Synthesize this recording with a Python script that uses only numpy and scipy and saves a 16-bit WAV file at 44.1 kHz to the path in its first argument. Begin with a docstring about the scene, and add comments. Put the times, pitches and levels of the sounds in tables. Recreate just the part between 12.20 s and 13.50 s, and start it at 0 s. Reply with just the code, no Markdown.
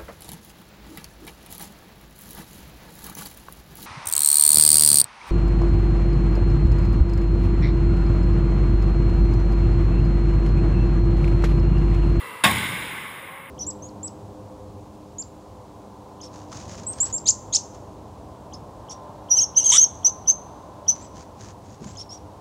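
"""A squash ball is hit hard in a bare indoor court.
First the wash of the rally hangs in the room, fading over steady air.
Then the hit: a bright snap, a sharp crack, and struck modes that give a hollow ring and a low thump.
The walls throw back four slaps, which merge into a long bright reverberation over a boom.
In that tail, shoes thud on the sprung floor and squeak faintly."""
import sys
import numpy as np
from scipy import signal
from scipy.fft import rfft, irfft
from scipy.io import wavfile

SR = 44100
rng = np.random.default_rng(int(sys.argv[2]) if len(sys.argv) > 2 else 0)


def materialize(psi):
    """Save the field psi as 16-bit PCM at rate SR to the path in sys.argv[1].

    A 1-D psi becomes a single channel; in a 2-D psi each row is a channel.
    """
    bounded = np.clip(np.atleast_2d(psi).T, -1, 1)
    quanta = np.round(bounded * 32767).astype(np.int16)
    wavfile.write(sys.argv[1], SR, quanta)


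N = 57330

# steady air of the hall (frequency [Hz], relative density [dB])
AIR_SPECTRUM = [(40, -18), (120, -2), (300, -8), (700, -10), (1100, -0.5), (1500, -12), (2500, -12.5),
                (5000, -44), (15000, -58)]
# wash of the rally (frequency [Hz], relative density [dB])
WASH_SPECTRUM = [(24, -73), (40, -43), (111, -28), (146, -30), (174, -51), (224, -15), (387, -9.5),
                 (522, -4), (758, -35), (838, -10.5), (1020, -5.5), (1250, -3), (1410, -14), (1640, -7.5),
                 (1770, -16.5), (2010, -0.5), (2450, -14.5), (2710, -30), (2990, -14.5), (5050, -25),
                 (6010, -34.5), (9650, -18.5), (11800, -32.5), (14400, -21), (15500, -34)]
# notes hanging from earlier play (frequency [Hz], width [Hz], level [dB])
WASH_RESONANCES = [(996, 94, -45.5), (1270, 150, -51), (1988, 120, -48), (2714, 180, -47.5)]
# footfalls (time [s], level [dB])
FOOTFALLS = [(0.449, -44), (.515, -32), (.82, -62), (1.0, -44.5), (1.1, -44.5), (1.191, -43)]
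# distant shoe squeaks (time [s], frequency [Hz], level [dB])
SHOE_SQUEAKS = [(1.02, 542.6, -46.5), (1.07, 783, -48), (1.085, 1060, -48), (1.091, 525, -50.5),
                (1.194, 534, -45), (1.2, 1076, -58), (1.246, 539, -52)]
# court reverberation (frequency [Hz], relative density [dB])
REVERB_SPECTRUM = [(24, -47), (40, 1.5), (64, -7), (120, 3.5), (197, 1), (325, -4.5), (368, -9.5),
                   (704, -15), (881, -10), (1100, -7.5), (1380, -12.5), (1490, -6.5), (1820, -7),
                   (2110, -1), (2510, -8.5), (3740, -7.5), (4460, -20.5), (5170, -15), (5860, -31.5),
                   (6810, -19), (7710, -21.5), (9650, -14), (11800, -36), (14000, -26), (15500, -33)]
# its decay (frequency [Hz], T60 [s])
REVERB_DECAY = [(70, 2.4), (200, 1.06), (500, 3.94), (1100, 3.6), (2100, 3.2), (3500, 2), (6000, 1.57),
                (9500, 1.92), (14000, 6.4)]
# notes of the hit lingering in the court (frequency [Hz], width [Hz], level [dB])
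REVERB_RESONANCES = [(878, 50, -41.5), (1111, 106, -39.5), (1520, 68, -41.5), (2057, 48, -37),
                     (2200, 200, -33.5), (3604, 130, -47.5), (8400, 940, -44), (9900, 430, -47),
                     (14300, 650, -42.5)]
# far-wall returns (delay [s], level relative to the reverberation [dB])
WALL_SLAPS = [(.066, -7), (0.074, 1), (.121, -2), (.1435, -4)]
# snap at contact (frequency [Hz], relative density [dB])
SNAP_SPECTRUM = [(1000, -25), (3000, -19), (4400, 2.5), (6000, -13), (7100, -2), (8300, -2), (10500, 6),
                 (12000, -33), (14000, -12)]
# crack of the hit (frequency [Hz], relative density [dB])
CRACK_SPECTRUM = [(24, -47), (40, -20), (85, -14), (158, -11), (218, -11.5), (449, -17), (881, -4),
                  (973, -12.5), (1100, 0.5), (1310, -16), (1450, -11), (1680, -4), (2330, -7.5), (2510, -2),
                  (2840, -12), (3740, -7), (4030, -24), (5050, -14.5), (6010, -28), (8110, -19),
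                  (10100, -23), (11200, -28), (12100, -55), (13300, -19.5), (15500, -28)]
# its decay (frequency [Hz], T60 [s])
CRACK_DECAY = [(100, 0.18), (400, 0.32), (1000, 0.22), (2500, 0.11), (5000, 0.17), (14000, 0.24)]
# modes rung by the hit (frequency [Hz], relative level [dB], T60 [s])
STRUCK_MODES = [(111.4, -31.5, 1.2), (175.6, -23.5, 0.66), (210, -20, 0.61), (304.2, -26.5, 0.6),
                (726.3, -20, 0.24), (906, -15, 0.17), (1092, -15.5, 0.33), (1099, -15.5, 0.19),
                (1430, -16.5, 0.1), (1670, -12, 0.097), (1740, -15, 0.11), (1924, -21.5, 0.28),
                (2177, -18, 0.22), (2467, -22, 0.084), (2650, -6.5, 0.067), (3735, -15, 0.077)]

HIT_S = 0.2365
AIR_DB, WASH_DB = -46, -37
REVERB_DB, REVERB_BUILD_S, BOOM_DB = -23.5, 0.038, -34.5
SNAP_DB, CRACK_DB, RING_DB = -20, -13, -2
LOW_CUT_HZ, HIGH_CUT_HZ, NOTCH_HZ = 63, 15250, 12000
DIP_HZ, DIP_WIDTH_HZ, DIP_DEPTH = 6100, 550, 0.46

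TIME_S = np.arange(N) / SR
BIN_HZ = np.arange(N // 2 + 1) * SR / N


def undb(db):
    """Decibels to gain."""
    return 10 ** (np.asarray(db) / 20)


def on_log_axis(hz, points):
    """Interpolate (frequency [Hz], value) points over log frequency."""
    point_hz, values = np.array(points, float).T
    return np.interp(np.log(np.maximum(hz, 1)), np.log(point_hz), values)


def diffuse(gain):
    """Sound arriving by countless paths: given spectrum, random phases, rms 1."""
    x = irfft(gain * np.exp(2j * np.pi * rng.random(len(gain))), N)
    return x / x.std()


def coloured(spectrum):
    """Diffuse sound shaped by (frequency [Hz], relative density [dB]) points."""
    return diffuse(undb(on_log_axis(BIN_HZ, spectrum)))


def resonant(hz, width_hz):
    """Diffuse sound around one resonance."""
    return diffuse(1 / (1 + ((BIN_HZ - hz) / width_hz * 2) ** 4))


def notes(resonances):
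    """Sum of narrow diffuse resonances."""
    return sum(undb(db) * resonant(hz, width_hz) for hz, width_hz, db in resonances)


def envelope(start_s, rise_s, t60_s, hold_s=0):
    """Linear attack; exponential decay from hold_s after the start."""
    age_s = TIME_S - start_s
    attack = np.clip(age_s / max(rise_s, 1 / SR), 0, 1)
    return attack * undb(-60 * np.maximum(age_s - hold_s, 0) / t60_s)


def die_away(x, decay, start_s, rise_s, hold_s=0):
    """Fade each octave at its own T60."""
    octave = np.log2(np.clip(BIN_HZ, 64, 16384))
    spectrum, faded = rfft(x), 0
    for k in range(6, 15):
        band = irfft(spectrum * np.maximum(1 - abs(octave - k), 0), N)
        faded = faded + band * envelope(start_s, rise_s, on_log_axis(2 ** k, decay), hold_s)
    return faded


def hall():
    """Wash and notes of earlier play fade over steady air."""
    wash = undb(WASH_DB) * coloured(WASH_SPECTRUM) + notes(WASH_RESONANCES)
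    air = undb(AIR_DB) * coloured(AIR_SPECTRUM)
    return wash * envelope(0, rise_s=0, t60_s=2.78) + air


def shoes():
    """Dull footfalls on the sprung floor and faint squeaks, smeared by the room."""
    thuds = sum(undb(db) * resonant(hz=172, width_hz=44) * envelope(at_s, rise_s=0.007, t60_s=0.18)
                for at_s, db in FOOTFALLS)
    squeaks = sum(undb(db) * resonant(hz, width_hz=11.7) * envelope(at_s, rise_s=0.0095, t60_s=0.79)
                  for at_s, hz, db in SHOE_SQUEAKS)
    return thuds + squeaks


def reverberation():
    """Reflections merge into a long tail with a slow boom and lingering notes."""
    tail = undb(REVERB_DB) * die_away(coloured(REVERB_SPECTRUM), REVERB_DECAY, HIT_S, REVERB_BUILD_S)
    boom = undb(BOOM_DB) * resonant(hz=77, width_hz=22) * envelope(HIT_S, rise_s=0.072, t60_s=0.86)
    lingering = notes(REVERB_RESONANCES) * envelope(HIT_S, REVERB_BUILD_S, t60_s=2.6)
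    return tail + boom + lingering


def wall_slaps():
    """The far walls return short bursts in the court's colour, with stronger notes."""
    bursts = sum(undb(db) * envelope(HIT_S + delay_s, rise_s=0.0012, t60_s=0.017, hold_s=0.0033)
                 for delay_s, db in WALL_SLAPS)
    reflected = undb(REVERB_DB) * coloured(REVERB_SPECTRUM) + 2 * notes(REVERB_RESONANCES)
    return bursts * reflected


def ball_hit():
    """Contact snap, a crack thickened by the nearest surfaces, and the ring of the struck modes."""
    crack = die_away(coloured(CRACK_SPECTRUM), CRACK_DECAY, HIT_S, rise_s=0.0035, hold_s=0.016)
    ring = 0
    for hz, db, t60_s in STRUCK_MODES:
        mode = np.sin(2 * np.pi * (hz * TIME_S + rng.random()))
        ring = ring + undb(db) * mode * envelope(HIT_S, rise_s=0.0075, t60_s=t60_s)
    snap = coloured(SNAP_SPECTRUM) * envelope(HIT_S, rise_s=0.0026, t60_s=0.039, hold_s=0.0056)
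    return undb(SNAP_DB) * snap + undb(CRACK_DB) * crack + undb(RING_DB) * ring


def scene():
    """Mono mix, heard from the floor at one end of the court."""
    return (ball_hit() + reverberation() + wall_slaps() + shoes() + hall())[None]


def housing(x, above_hz=3800, gain=0.4):
    """The microphone's case adds a brief diffuse ring that ripples the treble."""
    ring = diffuse(1. * (BIN_HZ > above_hz)) * envelope(0, rise_s=0, t60_s=0.022)
    ring = gain * ring / np.sqrt(np.sum(ring ** 2))
    return x + signal.fftconvolve(x, ring[None])[:, :N]


def record(dry):
    """Microphone: case ring, rounded peaks, low cut, two treble notches, high cut."""
    x = np.tanh(housing(dry))
    x = signal.sosfilt(signal.butter(4, LOW_CUT_HZ, "high", fs=SR, output="sos"), x)
    dip_band = signal.lfilter(*signal.iirpeak(DIP_HZ, Q=DIP_HZ / DIP_WIDTH_HZ, fs=SR), x)
    x = x - DIP_DEPTH * dip_band
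    x = signal.lfilter(*signal.iirnotch(NOTCH_HZ, Q=20, fs=SR), x)
    return signal.sosfilt(signal.ellip(10, 0.2, 80, HIGH_CUT_HZ, fs=SR, output="sos"), x)


dry = scene()
out = record(dry)
materialize(out)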